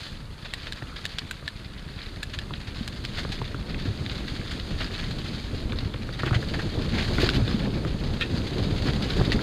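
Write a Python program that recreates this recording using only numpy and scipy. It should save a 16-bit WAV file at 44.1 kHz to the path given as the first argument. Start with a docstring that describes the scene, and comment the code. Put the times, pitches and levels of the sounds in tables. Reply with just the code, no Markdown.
"""A mountain bike gathers speed on a muddy woodland path, heard from a small camera on the rider.
At first the tyres hiss and crackle softly, chain and cables tick, and a brake sings faintly near 0.9 s.
From 2 s the wind builds on the microphone while mud squelches, stones click and the frame knocks.
The hardest bumps, near 6.3 s and 7.2 s, thud through the camera mount; the second brings a splash.
The chain clinks at 8.2 s, and the ride ends in strong wind over the dull putter of the camera's radio."""
import sys
import numpy as np
from scipy import signal
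from scipy.fft import rfft, irfft
from scipy.io import wavfile
from scipy.ndimage import uniform_filter1d

SR = 44100
rng = np.random.default_rng(int(sys.argv[2]) if len(sys.argv) > 2 else 0)


def pcm_store(signal):
    """Save signal as 16-bit PCM."""
    levels = np.round(np.clip(np.atleast_2d(signal), -1, 1) * 32767)
    wavfile.write(sys.argv[1], SR, levels.astype(np.int16).T)


N = 415422
TIME = np.arange(N) / SR
HIT_TIME = np.arange(SR // 8) / SR  # time axis of one impact


# water sizzling off the tread: time_s, level_db
SIZZLE_CURVE = [(0, -34.5), (.25, -55.5), (1.1, -46), (1.7, -57), (2.6, -48), (3.3, -42.5), (3.65, -55),
                (4.0, -41.5), (4.95, -41), (5.4, -41.5), (6.0, -53), (6.45, -37.5), (6.85, -44),
                (7.15, -32), (7.75, -47.5), (8.5, -38), (9.42, -38)]
# spectra of the tread, the sizzle and the fine spray: frequency_hz, gain_db
TREAD_SPECTRUM = [(250, -17), (600, -2.5), (900, -7.5), (1250, -4), (1650, 0.5), (2200, -1.5), (2900, -2),
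                  (3700, 0.5), (4450, 0.5), (5000, -5.5), (5600, -14.5), (7000, -36)]
SIZZLE_SPECTRUM = [(1500, -11.5), (2900, -4), (3300, -0.5), (4550, 1.5), (5000, -5), (5600, -27.5),
                   (8000, -40)]
SPRAY_SPECTRUM = [(4500, -21), (5700, -0.5), (6300, 6.5), (7100, 3.5), (7900, -4), (8700, -2), (9800, -5),
                  (11300, -18.5), (12700, -9), (15500, -32)]

def tyres():
    """Rolling noise: tread peels off wet ground in spurts, under a finer, steadier spray."""
    roll_db = rolling_level()
    sizzle_db, = in_time(SIZZLE_CURVE)
    grains, clicks = tread_bursts(per_s=700, spread_db=2.5, t60_cycles=5.4)
    bubbles, _ = tread_bursts(per_s=500, spread_db=2.0, t60_cycles=150)
    surge = crunches(per_s=42, strength=3.5, fade_s=.009)
    hiss = coloured(noise(), TREAD_SPECTRUM)
    tread = from_db(-2.5) * hiss + from_db(-4.5) * grains + from_db(-4.0) * bubbles
    sizzle = coloured(noise() + 0.5 * clicks, SIZZLE_SPECTRUM) * from_db(sizzle_db - 5.5)
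    spray = coloured(noise() + 0.76 * clicks, SPRAY_SPECTRUM)
    wet_db = (roll_db + sizzle_db) / 2  # spray follows both tread and water
    spray_db = -62 + 0.94 * (wet_db - wet_db.mean())
    return (from_db(roll_db) * tread + sizzle) * surge + from_db(spray_db) * spray * np.sqrt(surge)


# rolling noise on firm ground: time_s, level_db
ROLLING_CURVE = [(0, -44), (.33, -55), (.55, -47), (1.75, -51), (2.7, -47.5), (3.7, -44.5), (4.9, -44),
                 (6.05, -46.5), (6.35, -45.5), (7.35, -40.5), (7.75, -44), (9.42, -43.5)]
# swells of hiss in wet patches: centre_s, level_db, half_width_s
WET_SWELLS = [(0.64, -43, 0.059), (1.183, -47, 0.1), (2.007, -45, 0.082), (3.177, -37, 0.04),
              (4.816, -33, 0.021), (5.04, -41.5, 0.064), (6.998, -34, 0.044), (7.244, -36.5, 0.094),
              (7.51, -34.5, 0.034), (8.877, -31, 0.021), (9.15, -36, 0.11)]

def rolling_level():
    """Incoherent sources add in power: firm ground plus wet patches, returned in dB."""
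    firm_db, = in_time(ROLLING_CURVE)
    wet_power = sum(from_db(db) ** 2 * bell(s, half_s) for s, db, half_s in WET_SWELLS)
    return 10 * np.log10(from_db(firm_db) ** 2 + wet_power)


def tread_bursts(per_s, spread_db, t60_cycles, pitch_count=22):
    """Shot noise: grains or bubbles burst and resonate. Returns the ringing and the bare clicks."""
    sizes = from_db(spread_db * np.minimum(rng.exponential(1, N), 4))
    signs = rng.choice([-1, 1], N)
    clicks = sizes * signs * (rng.random(N) < per_s / SR)
    pitch_index = rng.integers(0, pitch_count, N)
    rings = sum(hz * ring(clicks * (pitch_index == k), hz, t60_cycles / hz)
                for k, hz in enumerate(np.geomspace(1100, 5000, pitch_count)))
    return rms_one(coloured(rings, TREAD_SPECTRUM)), rms_one(clicks)


def crunches(per_s, strength, fade_s):
    """Amplitude modulation: a gain that jumps as each clod gives way under the tread, then relaxes."""
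    breaks = (rng.random(N) < per_s / SR) * np.minimum(rng.exponential(1, N), 2)
    power = signal.lfilter([1], [1, -np.exp(-1 / (fade_s * SR))], breaks + 1e-18)
    return rms_one(np.sqrt(1 + strength * power))


# mud squirting from under a tyre: start_s, level_db, pitch_hz
MUD_SQUIRTS = [(0.447, -28, 2780), (2.3337, -23, 3400), (3.1865, -23.5, 3830), (3.318, -22.5, 4200),
               (4.5093, -24, 3940), (4.805, -22.5, 1740), (4.935, -27, 3160), (4.988, -26, 3000),
               (5.241, -31, 3900), (5.329, -31, 3600), (6.1905, -22.5, 1940), (6.267, -20.5, 1400),
               (6.327, -19.5, 1100), (6.3432, -16.5, 2320), (6.537, -20, 1390), (6.5889, -20, 1520),
               (6.979, -18.5, 2300), (6.994, -25.5, 2300), (7.02, -29, 4200), (7.041, -28, 3400),
               (7.076, -25, 3400), (7.198, -20, 3600), (7.215, -18.5, 4500), (7.238, -20, 2620),
               (8.777, -27, 3800), (8.879, -21.5, 1740), (9.039, -27, 4400), (9.163, -27, 4500),
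               (9.319, -18.5, 3450)]

def squelches(swell_s=0.0079, droplet_fade_s=0.01):
    """Damped resonance: spatter excites a pocket in the mud; higher squirts throw more droplets."""
    out = np.zeros(N)
    age = HIT_TIME / swell_s
    for s, db, hz in MUD_SQUIRTS:
        spatter = noise(len(age)) * age * np.exp(-age)
        pocket = ring(spatter, hz, 1.56 / hz)
        add(out, s - .002, at_level(coloured(pocket, TREAD_SPECTRUM), db - 8.5))
        droplets = noise(len(age)) * np.sqrt(age) * np.exp(-HIT_TIME / droplet_fade_s)
        add(out, s, at_level(coloured(droplets, SPRAY_SPECTRUM), db - 27.5) * hz / 3050)
    return out


# puddle water spraying up: centre_s, level_db
PUDDLE_SPLASHES = [(7.156, -56), (7.222, -49), (7.362, -56)]

def splashes():
    """Superposition: a fan of fine drops merges into a brief swell of bright noise."""
    drops = rms_one(highpass(noise(), hz=6500, order=2))
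    return drops * sum(from_db(db) * bell(s, half_width_s=0.015) for s, db in PUDDLE_SPLASHES)


# big stones clicking out from under a tyre: start_s, level_db, pitch_hz
STONE_CLICKS = [(2.537, -29, 3280), (3.745, -28.5, 2600), (4.063, -26.5, 3250), (4.097, -28.5, 3600),
                (4.599, -30, 3900), (5.7213, -29.5, 3620), (5.787, -29, 4460), (5.939, -33, 3620),
                (9.3913, -29.5, 1490)]

def stones(grit_per_s=30, shower_db=7):
    """Poisson impacts: a few big stones click, while grit of drifting rate falls in showers."""
    big, small = np.zeros((2, N))
    for s, db, hz in STONE_CLICKS:
        add(big, s, at_level(coloured(pebble(hz), TREAD_SPECTRUM), db + 0.5))
    shower = from_db(shower_db * drift(5))
    grain_chance = grit_per_s * shower / shower.mean() / SR
    for s in TIME[rng.random(N) < grain_chance]:
        grain = pebble(hz=rng.uniform(1400, 4600))
        add(small, s, at_level(grain, db=rng.uniform(-8, 0)))
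    return big + rms_one(coloured(small, TREAD_SPECTRUM)) * from_db(rolling_level() - 8)


def pebble(hz):
    """Sudden release: a pinched stone lets go with one short, pitched click."""
    push = contact(chatter_db=-10, chatter_s=.002, tail_db=-28, tail_s=.008)
    return ring(push, hz, 7 / hz)


# the frame jolting over stones and roots: start_s, level_db, pitch_hz
FRAME_KNOCKS = [(0.822, -22.5, 1330), (1.425, -29, 1190), (2.507, -22, 1030), (3.249, -20, 1230),
                (3.416, -16.5, 1010), (3.545, -17.5, 1310), (5.722, -24, 1350), (5.731, -21, 1350),
                (5.942, -21.5, 1300), (6.09, -21, 1810), (6.233, -12, 1320), (6.263, -14.5, 1660),
                (6.3094, -14, 1310), (6.427, -18.5, 1730), (7.182, -12.5, 1500), (7.237, -13.5, 566),
                (7.849, -18, 1180), (9.211, -15, 1140)]
# modes of the frame: pitch_ratio, gain_db, t60_s
FRAME_MODES = [(.42, -6, 0.013), (.7, -1, 0.0056), (1, 2.5, 0.0095), (1.35, -1.5, 0.0066), (2, -1, 0.0023)]
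# the tyre's thump under each knock: frequency_hz, gain_db
THUMP_SPECTRUM = [(120, -21), (300, 17.5), (550, 6), (1000, -22), (1800, -16), (4000, -40)]

def knocks():
    """Modal ringing: the frame sounds over a tyre thump; harder blows rattle loose parts more."""
    out = np.zeros(N)
    for s, db, hz in FRAME_KNOCKS:
        push = contact(chatter_db=-14, chatter_s=.002, tail_db=db - 13, tail_s=.016)
        add(out, s, at_level(struck(push, FRAME_MODES, hz, detune=0.045), db - 10.5))
        add(out, s + 0.00194, at_level(coloured(push, THUMP_SPECTRUM), db - 14))
    return out


# chain and cables ticking: start_s, ring_db, pitch_hz, crack_db, snap_db
CHAIN_TICKS = [(0.5366, -24, 1810, -25, -35), (0.7231, -30.5, 1640, -24.5, -38),
               (1.0533, -28, 1700, -22.5, -33.5), (1.185, -29, 1620, -21, -37),
               (1.3105, -27.5, 1580, -28.5, -34), (1.4782, -25, 1700, -22.5, -40),
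               (2.23, -26.5, 1730, -26.5, -34.5), (2.3878, -31.5, 1670, -23.5, -41),
               (2.877, -30.5, 1680, -27.5, -35.5), (3.05, -31, 1530, -24.5, -40),
               (7.29, -20, 1520, -17.5, -37), (9.319, -21, 1880, -21.5, -44)]
# links landing within one tick: delay_s, gain_db
LINK_TOUCHES = [(0, -7), (.0007, -1), (.0017, -3.5), (.0072, -6)]
# modes of a tick: pitch_ratio, gain_db, t60_s
CHAIN_MODES = [(1.01, 2.5, 0.023), (0.67, -3.5, 0.0042), (1.23, -3.5, 0.007), (1.75, -1, 0.0045)]
# spectra of the dry crack and the brighter snap: frequency_hz, gain_db
CRACK_SPECTRUM = [(900, -25), (2500, 0.5), (3900, 8), (4800, 3.5), (5600, -8), (9000, -57)]
SNAP_SPECTRUM = [(3500, 2.5), (5000, -0.5), (5850, -16), (7000, 5), (8600, 1), (11000, -10.5), (16000, -13)]

def ticks():
    """Brief contacts have broad spectra: landing links crack and snap over a short ring."""
    out = np.zeros(N)
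    for s, ring_db, hz, crack_db, snap_db in CHAIN_TICKS:
        clack = np.zeros(len(HIT_TIME))
        for delay_s, touch_db in LINK_TOUCHES:
            touch = contact(chatter_db=-13, chatter_s=.0008, tail_db=-31, tail_s=.009)
            lag = abs(round(delay_s * rng.normal(1, .2) * SR))
            clack += from_db(touch_db) * np.pad(touch, (lag, 0))[:len(clack)]
        push = contact(chatter_db=-17, chatter_s=.0012, tail_db=-36, tail_s=.009)
        add(out, s + 0.00029, at_level(struck(push, CHAIN_MODES, hz, detune=0.022), ring_db + .5))
        add(out, s, at_level(coloured(clack, CRACK_SPECTRUM), crack_db - 2.9))
        add(out, s, at_level(coloured(clack, SNAP_SPECTRUM), snap_db))
    return out


# the chain slapping loose metal: start_s, level_db
CHAIN_SLAPS = [(8.2096, -16), (8.2211, -18.5)]
# modes of that metal: pitch_hz, gain_db, t60_s
METAL_MODES = [(1390, -5, 0.013), (1830, -6, 0.027), (2330, 1.5, 0.0089), (2690, 1.5, 0.021),
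               (3210, -2.5, 0.021), (3800, 4.5, 0.0056)]

def clinks():
    """Light damping: metal on metal rings longer and higher than the frame."""
    out = np.zeros(N)
    for s, db in CHAIN_SLAPS:
        push = contact(chatter_db=-34, chatter_s=0.0011, tail_db=-16, tail_s=0.016)
        rings = sum((-1) ** k * from_db(mode_db) * ring(push, hz, t60_s)
                    for k, (hz, mode_db, t60_s) in enumerate(METAL_MODES))
        add(out, s, at_level(rings, db - 6.0))
    return out


def brake():
    """Friction drives a resonance: the disc brushes its pad and sings for a moment."""
    song = rms_one(ring(noise(), hz=1340, t60_s=0.02))
    return song * from_db(-49.5) * bell(centre_s=.9, half_width_s=0.11)


# gusts and jolts on the camera: start_s, level_db, pitch_hz
MOUNT_THUDS = [(2.809, -17, 216), (3.855, -18, 283), (3.882, -14.5, 103), (5.828, -17.5, 108),
               (6.314, -7.5, 119), (6.358, -8.5, 119), (7.232, -8.5, 366), (7.366, -8.5, 123),
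               (7.42, -7, 110), (7.544, -9, 226), (8.667, -15, 194), (9.212, -12, 120), (9.345, -11.5, 226)]

def thuds(mount_hz=129.3):
    """A damped mass on a spring: each gust, jolt or frame knock rocks the camera mount."""
    out = np.zeros(N)
    from_frame = [(s, db - 2, mount_hz) for s, db, _ in FRAME_KNOCKS]
    for s, db, hz in MOUNT_THUDS + from_frame:
        shove = np.exp(-HIT_TIME * hz * 3) * HIT_TIME
        velocity = np.diff(ring(shove, hz, 12 / hz))
        add(out, s, at_level(velocity, db - 6.0))
    return out


# airflow over the microphone, rising with speed: time_s, level_db
AIRFLOW_CURVE = [(0, -40), (1.7, -39), (2.8, -35), (3.9, -30.5), (5.2, -31), (6.1, -32), (7.25, -25),
                 (8.1, -27.5), (9.42, -24.5)]
# spectra of deep rumble, buffeting and the rush of small eddies: frequency_hz, gain_db
RUMBLE_SPECTRUM = [(12, -20.5), (24, 9), (45, 3), (90, -6.5), (200, -14.5), (600, -59.5)]
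BUFFET_SPECTRUM = [(25, -13.5), (60, -1), (115, -1), (150, -4), (210, -5.5), (300, -12), (1000, -71)]
RUSH_SPECTRUM = [(100, -11), (200, -3.5), (270, 0.5), (350, 0.5), (450, -2.5), (600, -8), (850, -14.5),
                 (1400, -19.5), (6000, -79)]

def wind():
    """Turbulence: eddies shake the microphone, and the higher bands grow faster with airflow."""
    flow_db, = in_time(AIRFLOW_CURVE)
    gust_db = flow_db - flow_db.mean()
    eddies = drift(17.2)
    rumble = coloured(noise(), RUMBLE_SPECTRUM) * from_db(1.3 * eddies + 1.15 * drift(4.5))
    buffet = coloured(noise(), BUFFET_SPECTRUM) * from_db(2.0 * eddies)
    rush = coloured(noise(), RUSH_SPECTRUM) * from_db(2.0 * eddies + 1.4 * drift(38.0))
    return (rms_one(rumble) * from_db(-37.5 + 0.79 * gust_db)
            + rms_one(buffet) * from_db(-35 + 1.14 * gust_db)
            + rms_one(rush) * from_db(-43.5 + 1.57 * gust_db))


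# a soft, regular putter in the microphone: time_s, level_db
PUTTER_CURVE = [(0, -33), (1.6, -31), (2.4, -26.5), (9.42, -24.5)]

def putter(beacon_period_s=.1024, pulse_s=.006):
    """Electrical interference: the current for each beacon of the camera's radio leaks in as a pulse."""
    level_db, = in_time(PUTTER_CURVE)
    since_beacon_s = (TIME - .0198) % beacon_period_s
    current = np.sin(np.pi * np.minimum(since_beacon_s / pulse_s, 1))
    return at_level(highpass(current, hz=22, order=1), level_db)


# air and distant trees: frequency_hz, gain_db
AIR_SPECTRUM = [(150, -3.5), (450, 2.5), (750, -4), (1300, -1), (2000, -9), (4500, -23.5), (9500, -19),
                (15500, -33.5)]

def air():
    """Stationary noise: an even wash behind the bike."""
    return from_db(-52) * coloured(noise(), AIR_SPECTRUM)


def contact(chatter_db, chatter_s, tail_db, tail_s):
    """Impact force: one impulse, a brief chatter of the touching parts and a longer tail."""
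    chatter = from_db(chatter_db) * np.exp(-HIT_TIME / chatter_s)
    tail = from_db(tail_db) * np.exp(-HIT_TIME / tail_s)
    return signal.unit_impulse(len(tail)) + (chatter + tail) * noise(len(tail))


def struck(push, modes, hz, detune):
    """Modal sum: each blow lands on another spot, so its modes vary in strength and pitch."""
    out = 0
    for k, (ratio, db, t60_s) in enumerate(modes):
        gain = (-1) ** k * from_db(rng.normal(db, 3.1))
        out += gain * ring(push, hz * ratio * rng.normal(1, detune), t60_s)
    return out


def ring(push, hz, t60_s):
    """Damped oscillator: a unit impulse starts a decaying sine of height 1."""
    r = from_db(-60 / (t60_s * SR))
    w = 2 * np.pi * hz / SR
    return signal.lfilter([0, np.sin(w)], [1, -2 * r * np.cos(w), r * r], push + 1e-18)


def coloured(x, spectrum, size=4096):
    """Minimum-phase filter with the given spectrum; keeps the power of white noise."""
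    hz, db = np.transpose(spectrum)
    log_hz = np.log(np.maximum(np.fft.rfftfreq(size, 1 / SR), 1))
    magnitude = from_db(np.interp(log_hz, np.log(hz), db))
    cepstrum = irfft(np.log(magnitude))
    cepstrum[1:size // 2] *= 2  # folding onto positive time makes it causal
    cepstrum[size // 2 + 1:] = 0
    response = irfft(np.exp(rfft(cepstrum)))
    return signal.oaconvolve(x, response / np.linalg.norm(response))[:len(x)]


def drift(rate_hz, step=40, settle=2000):
    """Low-passed noise: a smooth random wander of spread 1."""
    r = np.exp(-2 * np.pi * rate_hz * step / SR)
    slow = signal.lfilter([1], [1, -2 * r, r * r], noise(N // step + settle + 2))[settle:]
    return np.interp(np.arange(N) / step, np.arange(len(slow)), rms_one(slow))


def at_level(x, db):
    """Scales a sound so that its loudest 3 ms have the given level."""
    return x * from_db(db) / np.sqrt(uniform_filter1d(x * x, 132).max())


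def add(track, start_s, x):
    """Mixes a short sound into the track."""
    i = max(round(start_s * SR), 0)
    track[i:i + len(x)] += x[:N - i]


def in_time(rows):
    """Interpolates each column of a curve, sample by sample."""
    time_s, *columns = np.transpose(rows)
    return [np.interp(TIME, time_s, column) for column in columns]


def bell(centre_s, half_width_s):
    return np.exp(-((TIME - centre_s) / half_width_s) ** 2)


def highpass(x, hz, order):
    return signal.sosfilt(signal.butter(order, hz, "high", fs=SR, output="sos"), x)


def noise(length=N):
    return rng.standard_normal(length)


def from_db(db):
    return 10 ** (np.asarray(db) / 20)


def rms_one(x):
    return x / np.sqrt(np.mean(x ** 2) + 1e-20)


def scene():
    """Superposition: bike, air and camera noises add in one channel."""
    bike = tyres() + squelches() + splashes() + stones() + ticks() + knocks() + clinks() + brake()
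    return (bike + wind() + air() + thuds() + putter())[None]


def record(dry):
    """Band limiting: the deepest rumble is cut, and the treble ends steeply at 15.4 kHz."""
    lowpass = signal.ellip(10, .3, 80, 15400, fs=SR, output="sos")
    return signal.sosfilt(lowpass, highpass(dry, hz=18, order=2))


dry = scene()
out = record(dry)
pcm_store(out)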